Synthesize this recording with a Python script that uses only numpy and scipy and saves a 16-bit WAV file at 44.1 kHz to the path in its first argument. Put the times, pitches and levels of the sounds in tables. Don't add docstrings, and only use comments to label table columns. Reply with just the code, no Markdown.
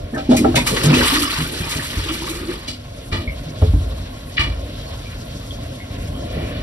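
import sys
import numpy as np
from scipy import signal
from scipy.fft import rfft, irfft, next_fast_len
from scipy.io import wavfile

SR = 44100
rng = np.random.default_rng(int(sys.argv[2]) if len(sys.argv) > 2 else 0)


def wav_out(sig):
    wavfile.write(sys.argv[1], SR, np.round(np.clip(np.atleast_2d(sig).T, -1, 1) * 32767).astype(np.int16))


N = 291942

# (time [s], rush level before bowl colouring [dB], slosh level [dB])
FLUSH_LEVELS = [(.55, -67, -45), (.62, -34, -24), (0.76, -28, -26.5), (1.05, -16.5, -25.5),
                (1.17, -19.5, -38), (1.3, -21.5, -36), (1.5, -30, -34.5), (1.75, -28.5, -33.5),
                (2.2, -29.5, -32), (2.55, -37, -32.5), (2.68, -43.5, -48), (2.85, -75, -63)]
# (frequency [Hz], density [dB per Hz])
RUSH_SPECTRUM = [(360, -64), (600, -12), (832, -14), (1154, -12.5), (1600, -1), (2220, -0.5), (3078, 3),
                 (4270, 1), (7000, -6), (11392, -5), (15800, -11.5)]
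SLOSH_SPECTRUM = [(71, -48), (120, -10.5), (262, -10), (327, -7), (397, -11), (547, -13.5), (671, -31.5),
                  (900, -19), (2200, -120)]
TRICKLE_SPECTRUM = [(500, -19), (700, 1.5), (870, -1.5), (1090, 3), (1200, -38), (1330, -5), (1800, -3.5),
                    (2435, -4), (3325, 0), (4541, -4), (6202, -10), (8471, -16.5), (11569, -12),
                    (15800, -22.5)]
RUMBLE_SPECTRUM = [(20, -20), (43, 2.5), (103, 0), (139, -5), (185, -12), (268, -7.5), (369, -19),
                   (586, -11), (725, -15), (851, -98), (1090, -20), (1210, -40), (1400, -26), (3080, -120)]
# (frequency [Hz], half-width [Hz], gain [dB])
AIR_RESONANCES = [(902, 24, 9.5), (1176, 72, 7), (1800, 44, 2.5), (1946, 30, 4.5), (2350, 48, 8),
                  (2928, 33, 9.5), (3400, 68, 1.5), (4100, 230, -2), (4800, 240, -4)]
# (time [s], peak [dB], contact [s], centre [Hz], spread [octaves])
KNOCKS = [(.128, -16, 0.068, 308, 0.54), (.165, -15.5, 0.037, 760, 0.33), (.138, -24, 0.026, 1800, 0.062),
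          (.158, -21, 0.047, 1510, 0.18), (.288, -0.5, 0.052, 255, 0.24), (.308, -4, 0.053, 610, 0.46),
          (.312, -22, 0.021, 3400, .12), (.336, -21, 0.022, 256, 0.38), (.366, -15.5, 0.028, 2190, 0.062),
          (.386, -4.5, 0.088, 248, 0.23), (.442, -12.5, 0.012, 1200, 0.09), (.444, -0.5, 0.024, 487, 0.53),
          (.47, -11, 0.061, 335, 0.062), (.538, -8.5, 0.01, 110, 1.46), (.558, -6, 0.051, 2500, 0.31),
          (.56, -7, 0.028, 322, 0.7), (.572, -16, .03, 958, .06), (.839, -3.5, 0.071, 188, 0.8),
          (.9, -5.5, 0.077, 283, 0.55), (.971, -14.5, 0.052, 60.5, 0.4), (1.0, -15, 0.05, 252, 0.56),
          (1.12, -12.5, 0.082, 294, 0.034), (1.2, -19.5, 0.14, 291, 0.073), (1.38, -14.5, 0.054, 153, 0.8),
          (1.6, -15.5, 0.027, 62, 0.5), (1.752, -15.5, 0.014, 202, 0.91), (1.962, -13.5, 0.023, 68.7, 0.57),
          (2.681, -21.5, 0.0039, 285, 0.8)]
# (time [s], boom peak [dB], boom centre [Hz], sole slap peak [dB], contact [s])
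THUDS = [(3.12, -15, 79, -20.5, 0.11), (3.269, -16.5, 63, -44, 0.053), (3.462, -24.5, 130, -28.5, 0.05),
         (3.617, -0.5, 75, -8.5, 0.022), (3.691, -13, 60.4, -30, 0.041), (3.732, -3.5, 72.4, -18, 0.023),
         (3.799, -21, 50, -28.5, 0.13), (4.39, -12, 76.4, -22.5, 0.034), (4.461, -16, 57.5, -27, 0.059),
         (6.36, -16.5, 94.5, -18, 0.14)]
# (frequency [Hz], weight [dB], longest t60 [s])
BOOTH_MODES = [(55.3, -7.5, 0.86), (63.1, -10, 0.59), (79.3, -5, 0.39), (92.3, -4.5, 0.46),
               (128.5, -2, 0.34), (154.3, 5.5, 0.29), (205, 0.5, 0.041), (248, -1, 0.343),
               (288.5, 1.5, 0.13), (334.4, -5.5, 0.28), (432, -1, 0.18), (540.7, 3.5, 0.096),
               (632, 12.5, 0.11), (694, 8, 0.076), (772, 10, 0.25), (958, -26, 0.14), (1200, 6, 0.15),
               (1300, 22.5, 0.2), (1572, 20, .15), (1800, -4, .12), (2120, 5, 0.075), (2260, 4, 0.1),
               (2500, 9, 0.1), (3510, 15.5, .1)]
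# (time [s], rms before envelope [dB], rise [s], t60 [s], centre [Hz], spread [octaves])
SPURTS = [(.145, -39.5, 0.0032, .1, 7000, .6), (.175, -32, 0.0037, 0.37, 2880, 0.77),
          (.29, -28, 0.023, 0.82, 3460, 0.89), (.364, -18, 0.0053, 0.17, 5840, 1.1),
          (.552, -13.5, 0.0078, 0.2, 3500, 1.2), (.66, -14.5, 0.011, 0.28, 2660, 2.1),
          (.76, -17.5, 0.0088, 0.17, 2100, 0.98), (.832, -17.5, 0.0054, 0.11, 3000, 1.8),
          (.853, -18.5, 0.0047, 0.089, 6230, 0.48), (0.926, -15.5, 0.025, 0.27, 2650, 1.03),
          (1.69, -25, 0.0047, 0.48, 4100, 2), (2.08, -25, 0.0058, 0.26, 2880, 0.26),
          (2.288, -28, 0.0099, 0.44, 5000, 2.3), (6.07, -42, 0.0058, 0.12, 8300, 0.61)]
# (time [s], rms before envelope [dB], rise [s], t60 [s], centre [Hz], spread [octaves])
SCUFFS = [(2.674, -23, 0.013, 0.23, 4830, 0.77), (3.114, -20.5, 0.019, 0.32, 2040, 1.3),
          (3.616, -36.5, 0.0072, 0.3, 1110, 1.3), (4.366, -24, 0.0048, 0.098, 3240, 0.55),
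          (4.375, -12.5, 0.007, 0.29, 2340, 0.51), (4.393, -18.5, 0.002, 0.35, 2360, 1.2)]
# (time [s], starting pitch [Hz], nominal peak [dB], t60 [s])
GULPS = [(1.955, 272, -27, 0.11), (2.035, 289, -30, .06), (2.085, 293, -21, 0.1), (2.2, 305, -26, 0.13),
         (2.285, 306, -25, 0.071), (2.34, 310, -29, 0.096), (2.465, 318, -28, 0.05)]
# (time [s], mid-blip pitch [Hz], nominal peak [dB], t60 of the echoes [s])
BLIPS = [(.672, 2350, -17, 0.079), (.928, 2570, -12, 0.15), (.97, 1920, -18, 0.093),
         (1.01, 1540, -15, 0.14), (1.155, 1810, -17, 0.089), (1.233, 1270, -15.5, 0.18),
         (1.793, 1800, -21.5, 0.1), (2.22, 946, -28.5, 0.22), (3.274, 2200, -23, 0.2),
         (4.865, 4400, -35, .2), (5.055, 2340, -35.5, 0.19), (5.505, 3330, -30.5, .2), (5.8, 2120, -32, .2),
         (6.14, 3170, -35.5, 0.4)]
# (time [s], level [dB])
TRICKLE_LEVEL = [(0, -44), (.25, -43), (.52, -35), (.65, -38), (1.01, -32), (1.44, -42), (2.53, -44.5),
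                 (3.05, -43), (3.59, -40.5), (6.62, -40)]
RUMBLE_LEVEL = [(0, -25), (.18, -30.5), (.46, -23), (1.01, -32.5), (1.44, -31.5), (2.5, -34), (3.6, -29.5),
                (5.7, -30), (6.43, -24.5), (6.62, -25.5)]
# (frequency [Hz], correlation [1])
LIKENESS = [(30, .999), (90, 1), (250, 1), (600, 1), (1200, 1), (2000, 1), (2800, 1), (4000, 0.23),
            (5500, 1), (8000, 1), (15000, 1)]
# (frequency [Hz], lead of the right [rad])
RIGHT_LEAD = [(100, 0.07), (300, 0.21), (690, 2), (1200, 1.17), (2750, 2), (4800, 2), (5340, 7.5),
              (7300, 1.5), (10250, 0.76), (13500, -4), (15700, -3.5)]

LAST_SWELL = (6.2, -37.5, 0.18, 31, 2200, 0.69)
BOOM_OCTAVES, SLAP_HZ, SLAP_OCTAVES = 0.49, 335, 0.47
MODE_STRAY, MODE_SPREAD_DB, MOST_CYCLES = .012, 2, 130
RATTLE_DB, RATTLE_PER_S = 2, 120
GULP_CLIMB_OCT_PER_S, GULP_SWELL_S, GULP_ROUGH = 4.24, 0.032, .2
BLIP_S, BLIP_CLIMB_OCT_PER_S = .008, 26
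FLUTTER_S, SCATTER_PER_S, SCATTER_DB = .0106, 500, -9
LOW_CUT_HZ, CUTOFF_HZ = 27, 16500


def flush(small_bubbles):
    rush_db, slosh_db = in_time(FLUSH_LEVELS)
    splashes = fizz(per_s=450.0, low_hz=900.0, high_hz=5000.0, cycles=30., uneven_db=4.5, clump_db=7.0)
    rush = water(RUSH_SPECTRUM, per_s=5000., uneven_db=2.0, patchy_db=3.0, flicker_hz=19.0, in_step=0.74)
    rush = amp(rush_db) * (rush + amp(-5.5) * small_bubbles + amp(-4.5) * splashes)
    hz = np.arange(N // 2 + 1) * SR / N
    coloured = irfft(rfft(rush) * resonances(hz, plain=2.96) / 4, N)
    slosh = water(SLOSH_SPECTRUM, per_s=740.0, uneven_db=1.0, patchy_db=6.5, flicker_hz=5.5)
    return coloured + amp(slosh_db) * slosh


def water(spectrum, per_s, uneven_db, patchy_db, flicker_hz, in_step=0.027):
    sizes = amp(uneven_db * np.minimum(rng.exponential(1, (2, N)), 5)) * rng.choice([-1, 1], (2, N))
    impacts = sizes * (rng.random((2, N)) < per_s / SR)
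    grains = stereo(impacts, lambda hz: amp(at_hz(spectrum, hz)))
    hz = np.arange(N // 2 + 1) * SR / N
    whole, together, out = rfft(grains), drift(flicker_hz), 0
    centres = np.geomspace(spectrum[0][0], spectrum[-1][0], 8)
    octaves = np.log2(centres[1] / centres[0]) / 2
    bells = np.array([hump(hz, centre, octaves) for centre in centres]) + 1e-30
    for bell in bells / bells.sum(axis=0):
        flicker_db = patchy_db * (in_step * together + drift(flicker_hz))
        out = out + irfft(whole * bell, N) * amp(flicker_db)
    return rms_one(out)


def fizz(per_s, low_hz, high_hz, cycles, uneven_db, clump_db):
    sizes = amp(uneven_db * np.minimum(rng.exponential(1, (2, N)), 4))
    bursts = sizes * (rng.random((2, N)) < per_s * amp(clump_db * drift(16.)) / SR)
    dealt, out = rng.integers(0, 36, (2, N)), 0
    for k, hz in enumerate(np.geomspace(low_hz, high_hz, 36)):
        out = out + np.sqrt(hz) * ring(bursts * (dealt == k) + 1e-18, hz, cycles / hz)
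    return rms_one(stereo(out, np.ones_like))


def resonances(hz, plain):
    return plain + sum(amp(db) / (1 + ((hz - f) / width) ** 2) for f, width, db in AIR_RESONANCES)


def knocks_and_thuds():
    booms = [(s, db, contact, hz, BOOM_OCTAVES) for s, db, hz, _, contact in THUDS]
    slaps = [(s, db, contact, SLAP_HZ, SLAP_OCTAVES) for s, _, _, db, contact in THUDS]
    return blows(KNOCKS + slaps, impact=0.39) + blows(booms, impact=1.3)


def blows(table, impact):
    out, t = np.zeros((2, N)), np.arange(SR // 2) / SR
    radiation = signal.butter(3, 42, "high", fs=SR, output="sos")
    fade = np.minimum(t / .006, 1) * np.cos(np.pi * t) ** 2
    for s, peak_db, contact, centre_hz, octaves in table:
        force = rng.standard_normal((2, len(t))) * np.exp(-(t / contact) ** 2) + 1e-18
        force[0, :80] += impact * np.sqrt(contact * SR) * np.hanning(80) / 40
        rings = np.zeros_like(force)
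        for hz, db, t60 in BOOTH_MODES:
            for off, more in rng.standard_normal((2, 2)):
                mode_hz = hz * (1 + MODE_STRAY * np.log2(hz / 40) / 4 * off)
                gain = amp(db + MODE_SPREAD_DB * more) * hump(hz, centre_hz, octaves)
                if gain > 1e-3:
                    rings += gain * ring(force, mode_hz, min(t60, MOST_CYCLES / hz))
        low_hz = centre_hz / 2 ** (2 * octaves + .3)
        rings = signal.sosfilt(radiation, rings)
        rings = stereo(rings, lambda hz: 1 / (1 + (low_hz / (hz + 1)) ** 4)) * fade
        add(out, s, amp(peak_db) * rings / np.abs(rings).max())
    return out


def spurts_and_scuffs():
    spurts = hisses(SPURTS + [LAST_SWELL], plain=1.46, rattle_db=RATTLE_DB / 2)
    return spurts + hisses(SCUFFS, plain=0.21, rattle_db=RATTLE_DB)


def hisses(table, plain, rattle_db):
    out, t = np.zeros((2, N)), np.arange(SR // 2) / SR
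    for s, rms_db, rise, t60, centre_hz, octaves in table:
        noise = rng.standard_normal((2, len(t)))
        noise = stereo(noise, lambda hz: hump(hz, centre_hz, octaves) * resonances(hz, plain))
        steps = rng.standard_normal(RATTLE_PER_S)
        noise = noise * amp(rattle_db * np.interp(t * RATTLE_PER_S, np.arange(RATTLE_PER_S), steps))
        envelope = np.minimum(t / rise, 1) * amp(-60 * np.maximum(t - rise, 0) / t60)
        add(out, s, amp(rms_db) * rms_one(noise) * envelope)
    return out


def gulps():
    out, t = np.zeros((2, N)), np.arange(SR // 3) / SR
    for s, hz, peak_db, t60 in GULPS:
        phase = 2 * np.pi * np.cumsum(hz * 2 ** (GULP_CLIMB_OCT_PER_S * t)) / SR
        pole = np.exp(-.06 * 2 * np.pi * hz / SR)
        wobble = signal.lfilter([1], [1, -pole], rng.standard_normal((2, 2, len(t))))
        rough = GULP_ROUGH * (.5 + 1.5 * amp(-60 * t / t60))
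        tone = np.sin(phase) * (1 + rough * rms_one(wobble[0]))
        tone = tone + np.cos(phase) * rough * rms_one(wobble[1])
        envelope = np.minimum(t / GULP_SWELL_S, 1) * amp(-60 * np.maximum(t - GULP_SWELL_S, 0) / t60)
        add(out, s, amp(peak_db) * stereo(tone * envelope, np.ones_like))
    return out


def blips_and_drops():
    out, t = np.zeros((2, N)), np.arange(SR // 4) / SR
    blip_t = np.arange(round(BLIP_S * SR)) / SR
    for s, hz, peak_db, t60 in BLIPS:
        pitch = hz * 2 ** (BLIP_CLIMB_OCT_PER_S * (blip_t - BLIP_S / 2))
        blip = np.sin(2 * np.pi * np.cumsum(pitch) / SR) * np.hanning(len(blip_t))
        scattered = rng.random((2, len(t))) < SCATTER_PER_S / SR
        echoes = amp(SCATTER_DB) * rng.standard_normal((2, len(t))) * scattered
        echoes[0, ::round(FLUTTER_S * SR)] = 1
        heard = signal.fftconvolve(echoes * amp(-60 * t / t60), blip[None])
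        add(out, s, amp(peak_db) * stereo(heard, np.ones_like))
    return out


def trickle_and_rumble(small_bubbles):
    (rumble_db,), (trickle_db,) = in_time(RUMBLE_LEVEL), in_time(TRICKLE_LEVEL)
    rumble = water(RUMBLE_SPECTRUM, per_s=3000., uneven_db=1.0, patchy_db=2.5, flicker_hz=3.0)
    trickle = water(TRICKLE_SPECTRUM, per_s=12000., uneven_db=1.5, patchy_db=3.0, flicker_hz=12.7)
    return amp(rumble_db) * rumble + amp(trickle_db) * (trickle + amp(-8.0) * small_bubbles)


def ring(force, hz, t60):
    r, w = amp(-60 / (t60 * SR)), 2 * np.pi * hz / SR
    return signal.lfilter([0, np.sin(w)], [1, -2 * r * np.cos(w), r * r], force)


def stereo(pair, gain):
    size = next_fast_len(pair.shape[1])
    hz = np.arange(size // 2 + 1) * SR / size
    mid, side = rfft(pair, size) * gain(hz)
    ceiling = np.where(hz > 400, np.where(hz > 5000, .88, .6), 1)
    alike = np.clip(at_hz(LIKENESS, hz), -1, ceiling)
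    both = np.sqrt(1 + alike) * mid + np.sqrt(1 - alike) * side * [[1], [-1]]
    return irfft(both, size)[:, :pair.shape[1]]


def drift(rate_hz):
    r = np.exp(-80 * np.pi * rate_hz / SR)
    slow = signal.lfilter([1], [1, -2 * r, r * r], rng.standard_normal(N // 40 + 2002))[2000:]
    return np.interp(np.arange(N) / 40, np.arange(len(slow)), rms_one(slow))


def amp(db):
    return 10 ** (np.asarray(db) / 20)


def rms_one(x):
    return x / np.sqrt(np.mean(x ** 2) + 1e-20)


def in_time(rows):
    s, *columns = np.transpose(rows)
    return [np.interp(np.arange(N) / SR, s, c) for c in columns]


def at_hz(points, hz):
    table_hz, values = np.array(points).T
    return np.interp(np.log(hz + 1), np.log(table_hz), values)


def hump(hz, centre_hz, octaves):
    return np.exp(-.5 * (np.log2((hz + 1) / centre_hz) / octaves) ** 2)


def add(out, s, piece):
    i = round(s * SR)
    out[..., i:i + piece.shape[-1]] += piece[..., :N - i]


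def scene():
    small_bubbles = fizz(per_s=700., low_hz=1089.6, high_hz=5202, cycles=140.0, uneven_db=4.0, clump_db=5.0)
    events = knocks_and_thuds() + spurts_and_scuffs() + gulps() + blips_and_drops()
    return flush(small_bubbles) + events + trickle_and_rumble(small_bubbles)


def record(dry):
    hz = np.arange(N // 2 + 1) * SR / N
    turn = np.exp(.5j * at_hz(RIGHT_LEAD, hz) * [[-1], [1]])
    low_cut = signal.butter(2, LOW_CUT_HZ, "high", fs=SR, output="sos")
    ports = signal.sosfilt(low_cut, irfft(rfft(dry) * turn, N))
    rounded = 1.3 * np.tanh(ports / 1.3)
    return signal.sosfilt(signal.cheby2(12, 70, CUTOFF_HZ, fs=SR, output="sos"), rounded)


dry = scene()
out = record(dry)
wav_out(out)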